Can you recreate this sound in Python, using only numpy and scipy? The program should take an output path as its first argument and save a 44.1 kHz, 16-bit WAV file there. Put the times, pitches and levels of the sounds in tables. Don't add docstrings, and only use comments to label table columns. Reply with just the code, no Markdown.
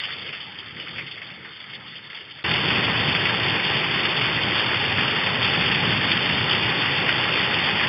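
import sys
import numpy as np
from scipy import signal
from scipy.fft import rfft, irfft
from scipy.io import wavfile
from scipy.ndimage import uniform_filter1d

SR = 44100
rng = np.random.default_rng(int(sys.argv[2]) if len(sys.argv) > 2 else 0)


def boost(x):
    u = np.asarray(x, float) / 20
    return 10 ** u


def int16_out(signal):
    q = np.round(np.clip(np.atleast_2d(signal).T, -1, 1) * 32767)
    wavfile.write(sys.argv[1], SR, q.astype(np.int16))


N = 347508
CUT_S = 2.4335
DOWNPOUR, GUST = 1, 2


def by_camera(far, near):
    return np.where(np.arange(N) < CUT_S * SR, far, near)


def rain_db(column):
    # time in seconds, downpour level in dB, level of gusts on the roof in dB.
    rain = [
        [(0, -34, -50), (.3, -36.5, -50), (.48, -39.5, -51), (.76, -41, -47), (.82, -36.5, -51),
         (1.0, -39, -43.5), (1.17, -40, -57.5), (1.36, -42.5, -48), (1.5, -41.5, -54), (2.433, -43, -55)],
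        [(2.434, -25, -32), (2.8, -24, -30), (3.3, -24.5, -32.5), (3.6, -24.5, -34), (4.8, -24.5, -34.5),
         (5.9, -24, -30.5), (6.6, -24, -33), (7.88, -23.5, -34)],
    ]
    rows = np.vstack(rain)
    return np.interp(np.arange(N) / SR, rows[:, 0], rows[:, column])


def evened(x):
    return x / np.sqrt(np.mean(x ** 2) + 1e-20)


def read(points, hz):
    f, value = np.transpose(points)
    return np.interp(np.log(hz + 1), np.log(f + 1), value)


def coloured(x, points):
    hz = np.fft.rfftfreq(N, 1 / SR)
    inside = (hz > points[0][0]) & (hz < points[-1][0])
    return evened(irfft(rfft(x) * boost(read(points, hz)) * inside, N))


def patchy(patch_db, flicker_db, patch_frames, patch_bins):
    frames = N // 64 + 5
    real, imaginary, patches = rng.standard_normal((frames, 129, 3)).T
    patches = uniform_filter1d(patches, patch_bins, 0)
    patches = evened(uniform_filter1d(patches, patch_frames, 1))
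    flicker = evened(uniform_filter1d(rng.standard_normal(frames), patch_frames // 2))
    bins = (real + 1j * imaginary) * boost(patch_db * patches + flicker_db * flicker)
    noise = signal.istft(bins, nperseg=256, noverlap=192)[1]
    return evened(noise[:N])


def splat(hz, t60, width_hz, tick_db, noise):
    t = np.arange(len(noise)) / SR
    decay = boost(-60 * t / max(t60, .005))
    onset = np.minimum(t / .0015, 1)
    drive = noise * decay * onset
    drive[0] += boost(tick_db)
    radius = np.exp(-np.pi * width_hz / SR)
    poles = [1, -2 * radius * np.cos(2 * np.pi * hz / SR), radius * radius]
    sound = signal.lfilter([1, 0, -1], poles, drive)
    return sound / abs(sound).max()


def drops(per_s, spread_db, t60, count=14):
    struck = rng.random(N) < per_s / SR
    size = boost(spread_db * np.minimum(rng.exponential(1, N), 5)) * struck
    kind = rng.integers(0, count, N)
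    out = np.zeros(N)
    for k, hz in enumerate(np.geomspace(900, 3700, count)):
        grain = splat(hz, t60, width_hz=0.38 * hz, tick_db=22, noise=rng.standard_normal(2048))
        out += signal.oaconvolve(size * (kind == k), evened(grain) * np.sqrt(hz))[:N]
    return evened(out)


def yard():
    # frequency in Hz, spectral level in dB per Hz.
    hiss_far = [(590, -43), (1000, -20.5), (1090, -14), (1320, -8), (1460, -12), (1760, -6.5), (1910, -5.5),
                (2160, -4.5), (2420, -10), (3150, -3.5), (3580, -4), (4650, -36), (7880, -120)]
    hiss_near = [(590, -30.5), (1000, -6), (1440, -6.5), (1900, -2), (2290, -4), (2790, -1), (3450, -2.5),
                 (3580, -1.5), (4650, -40), (7880, -120)]
    far = patchy(3.1, 0.83, patch_frames=28, patch_bins=3)
    far += boost(-8.5) * drops(per_s=250, spread_db=2.5, t60=0.1)
    near = patchy(1.2, 0.73, patch_frames=24, patch_bins=3)
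    near += boost(-9.5) * drops(per_s=600, spread_db=2.0, t60=0.041)
    return boost(rain_db(DOWNPOUR)) * by_camera(coloured(far, hiss_far), coloured(near, hiss_near))


def roof():
    # frequency in Hz, spectral level in dB per Hz.
    drum = [(15, -51.5), (25, -17.5), (43, -33.5), (73, -10), (108, -0.5), (160, -0.5), (320, -11.5),
            (420, -40.5), (700, -120)]
    sway_db, gusts_per_s = 1.24, 8
    knots = rng.standard_normal(200)
    sway = sway_db * np.interp(np.arange(N) / SR * gusts_per_s, np.arange(200), knots)
    drumming = coloured(patchy(0.29, 0.87, patch_frames=40, patch_bins=2), drum)
    return boost(rain_db(GUST) + sway) * drumming


def puddles():
    # frequency in Hz, spectral level in dB per Hz.
    wash_far = [(160, -32), (280, -4), (306, 0.5), (375, -0.5), (438, 1), (678, -5.5), (792, -3.5),
                (904, -2.5), (1050, -6.5), (1360, -32), (2310, -120)]
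    wash_near = [(160, -32.5), (280, -3.5), (367, 1.5), (690, -4.5), (832, 1), (1050, -9.5), (1360, -28),
                 (2310, -120)]
    far = coloured(patchy(3.7, 0.96, patch_frames=50, patch_bins=1), wash_far)
    near = coloured(patchy(0.48, 0.35, patch_frames=30, patch_bins=2), wash_near)
    pour, gust = rain_db(DOWNPOUR), rain_db(GUST)
    wash_db = pour + .12 * (gust - pour) + by_camera(-11, -8)
    return boost(wash_db) * by_camera(far, near)


def small_splats(count=60):
    per_s, mean_db, spread_db, low_hz, high_hz = 6, -19.5, 2.5, 1800, 3400
    wait, size, pitch = rng.random((count, 3)).T
    s = CUT_S + np.cumsum(-np.log(1 - wait)) / per_s
    peak_db = mean_db + spread_db * (2 * size - 1)
    rows = np.transpose([s, peak_db, low_hz + pitch * (high_hz - low_hz)])
    return rows[s < N / SR]


def streams():
    # time in seconds, peak level in dB, pitch in Hz.
    splats_far = [(0.0368, -15.5, 2900), (0.0854, -20, 1800), (0.1624, -28, 2760), (0.1834, -26, 2870),
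                  (0.2448, -28, 3280), (0.2638, -21, 3020), (0.3267, -19.5, 2730), (0.4015, -23.5, 3490),
                  (0.5437, -31, 3440), (0.5866, -22.5, 3190), (0.7078, -28, 3430), (0.7981, -20.5, 2870),
                  (0.8724, -23, 2180), (0.9592, -22, 2530), (0.9827, -16.5, 2210), (1.065, -23, 3100),
                  (1.1124, -21, 3140), (1.2166, -24.5, 1980), (1.4481, -24, 1870), (1.6018, -27, 3500),
                  (1.699, -28, 3380), (1.7264, -30, 3180), (1.8073, -32, 1870), (1.8861, -32, 2920),
                  (1.955, -22.5, 3320), (2.1301, -26, 1960), (2.1475, -21.5, 3150), (2.2084, -27.5, 2900),
                  (2.3092, -28, 3540), (2.389, -28.5, 2190)]
    splats_near = [(2.5391, -7.5, 3200), (2.7043, -7, 2440), (2.7566, -9, 2820), (3.1497, -8.5, 1830),
                   (3.2544, -6.5, 2070), (3.2954, -11, 1560), (3.482, -9.5, 3240), (3.5394, -13.5, 2650),
                   (3.6954, -12, 3230), (4.0517, -7, 2440), (4.2454, -12, 3290), (4.4313, -10, 3250),
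                   (4.8409, -10.5, 1890), (4.9831, -6.5, 1960), (5.035, -11.5, 2590), (5.446, -6, 2850),
                   (5.6111, -7, 2730), (5.7159, -9, 3580), (5.7473, -6, 2720), (5.9254, -8, 2830),
                   (6.117, -5, 3290), (6.323, -9, 2520), (6.3804, -12, 2090), (6.5131, -4.5, 3550),
                   (6.5484, -10.5, 2870), (6.6258, -11, 3210), (6.6997, -13, 2700), (7.0913, -4, 2280),
                   (7.6884, -10, 2830), (7.8351, -7, 1840)]
    splats_beside = [(2.4932, -11.5, 3280), (2.5132, -6.5, 2130), (2.8674, -10, 2750), (2.9724, -12, 3210),
                     (3.0084, -11.5, 2790), (3.4012, -12, 2530), (3.4321, -10.5, 3000),
                     (3.6631, -9.5, 3060), (3.8432, -10, 2730), (3.9394, -14, 2550), (4.1304, -10.5, 1880),
                     (4.1719, -11.5, 3130), (4.2614, -10.5, 2720), (4.59, -12.5, 2000),
                     (4.6658, -11.5, 1880), (4.7431, -6, 1970), (5.1627, -9, 1750), (5.2046, -10.5, 2560),
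                     (5.4284, -4.5, 3100), (5.6635, -7, 3410), (5.9065, -9, 2750), (6.0382, -10.5, 2690),
                     (6.1744, -8.5, 3000), (6.2058, -9.5, 2720), (6.2464, -11, 2790), (7.2884, -11, 2410),
                     (7.6384, -11, 2800), (7.6605, -9, 3070), (7.7584, -12.5, 3280), (7.7967, -10.5, 2470)]
    lag_s, top_hz = .0007, 3130
    echo_s, echo_db = .0132, -9
    # rows, trim in dB, decay to -60 dB in seconds, bandwidth in Hz, tick in dB.
    groups = ((splats_far, -1, .16, 599.5, 18.5),
              (splats_near, 3, .08, 1300, 20.4),
              (splats_beside, .5, .05, 1200, 21),
              (small_splats(), .5, .05, 1200, 21))
    out = np.zeros(N + 5000)
    for rows, trim_db, t60, width_hz, tick_db in groups:
        for (s, db, hz), noise in zip(rows, rng.standard_normal((len(rows), 5000))):
            burst = splat(min(hz, top_hz), t60, width_hz, tick_db, noise)
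            out[round((s + lag_s) * SR):][:5000] += boost(db + trim_db) * burst
    echo = boost(echo_db) * np.roll(out, round(echo_s * SR))[:N]
    return out[:N] + by_camera(0, echo)


def scene():
    return (yard() + roof() + puddles() + streams())[None]


def top_cut(x):
    return signal.sosfilt(signal.butter(12, 15440, fs=SR, output="sos"), x)


def record(dry):
    # frequency in Hz, gain in dB.
    playback = [(3600, 1), (4400, -5), (4700, -10.5), (5000, -17), (5300, -23), (5600, -33), (5900, -45),
                (6080, -64), (6600, -76), (7800, -69.5), (10800, -74.5), (15000, -71.5)]
    camera_rate, camera_edge = 8000, 3615
    gap_s, fade_in_s = .004, .009
    t, hz = np.arange(N) / SR, np.fft.rfftfreq(N, 1 / SR)
    narrow = irfft(rfft(dry) / (1 + (hz / camera_edge) ** 400), N)
    clock = 2 * np.pi * camera_rate * t
    sampled = narrow * (1 + 2 * np.cos(clock) + 2 * np.cos(2 * clock))
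    played = irfft(rfft(sampled) * boost(read(playback, hz)), N)
    dip_times = [CUT_S - .002, CUT_S, CUT_S + gap_s, CUT_S + gap_s + fade_in_s]
    splice = np.sin(np.interp(t, dip_times, [1, 0, 0, 1]) * np.pi / 2) ** 2
    air = boost(-93) * rng.standard_normal(N)
    return top_cut(played * splice + air)


dry = scene()
out = record(dry)
int16_out(out)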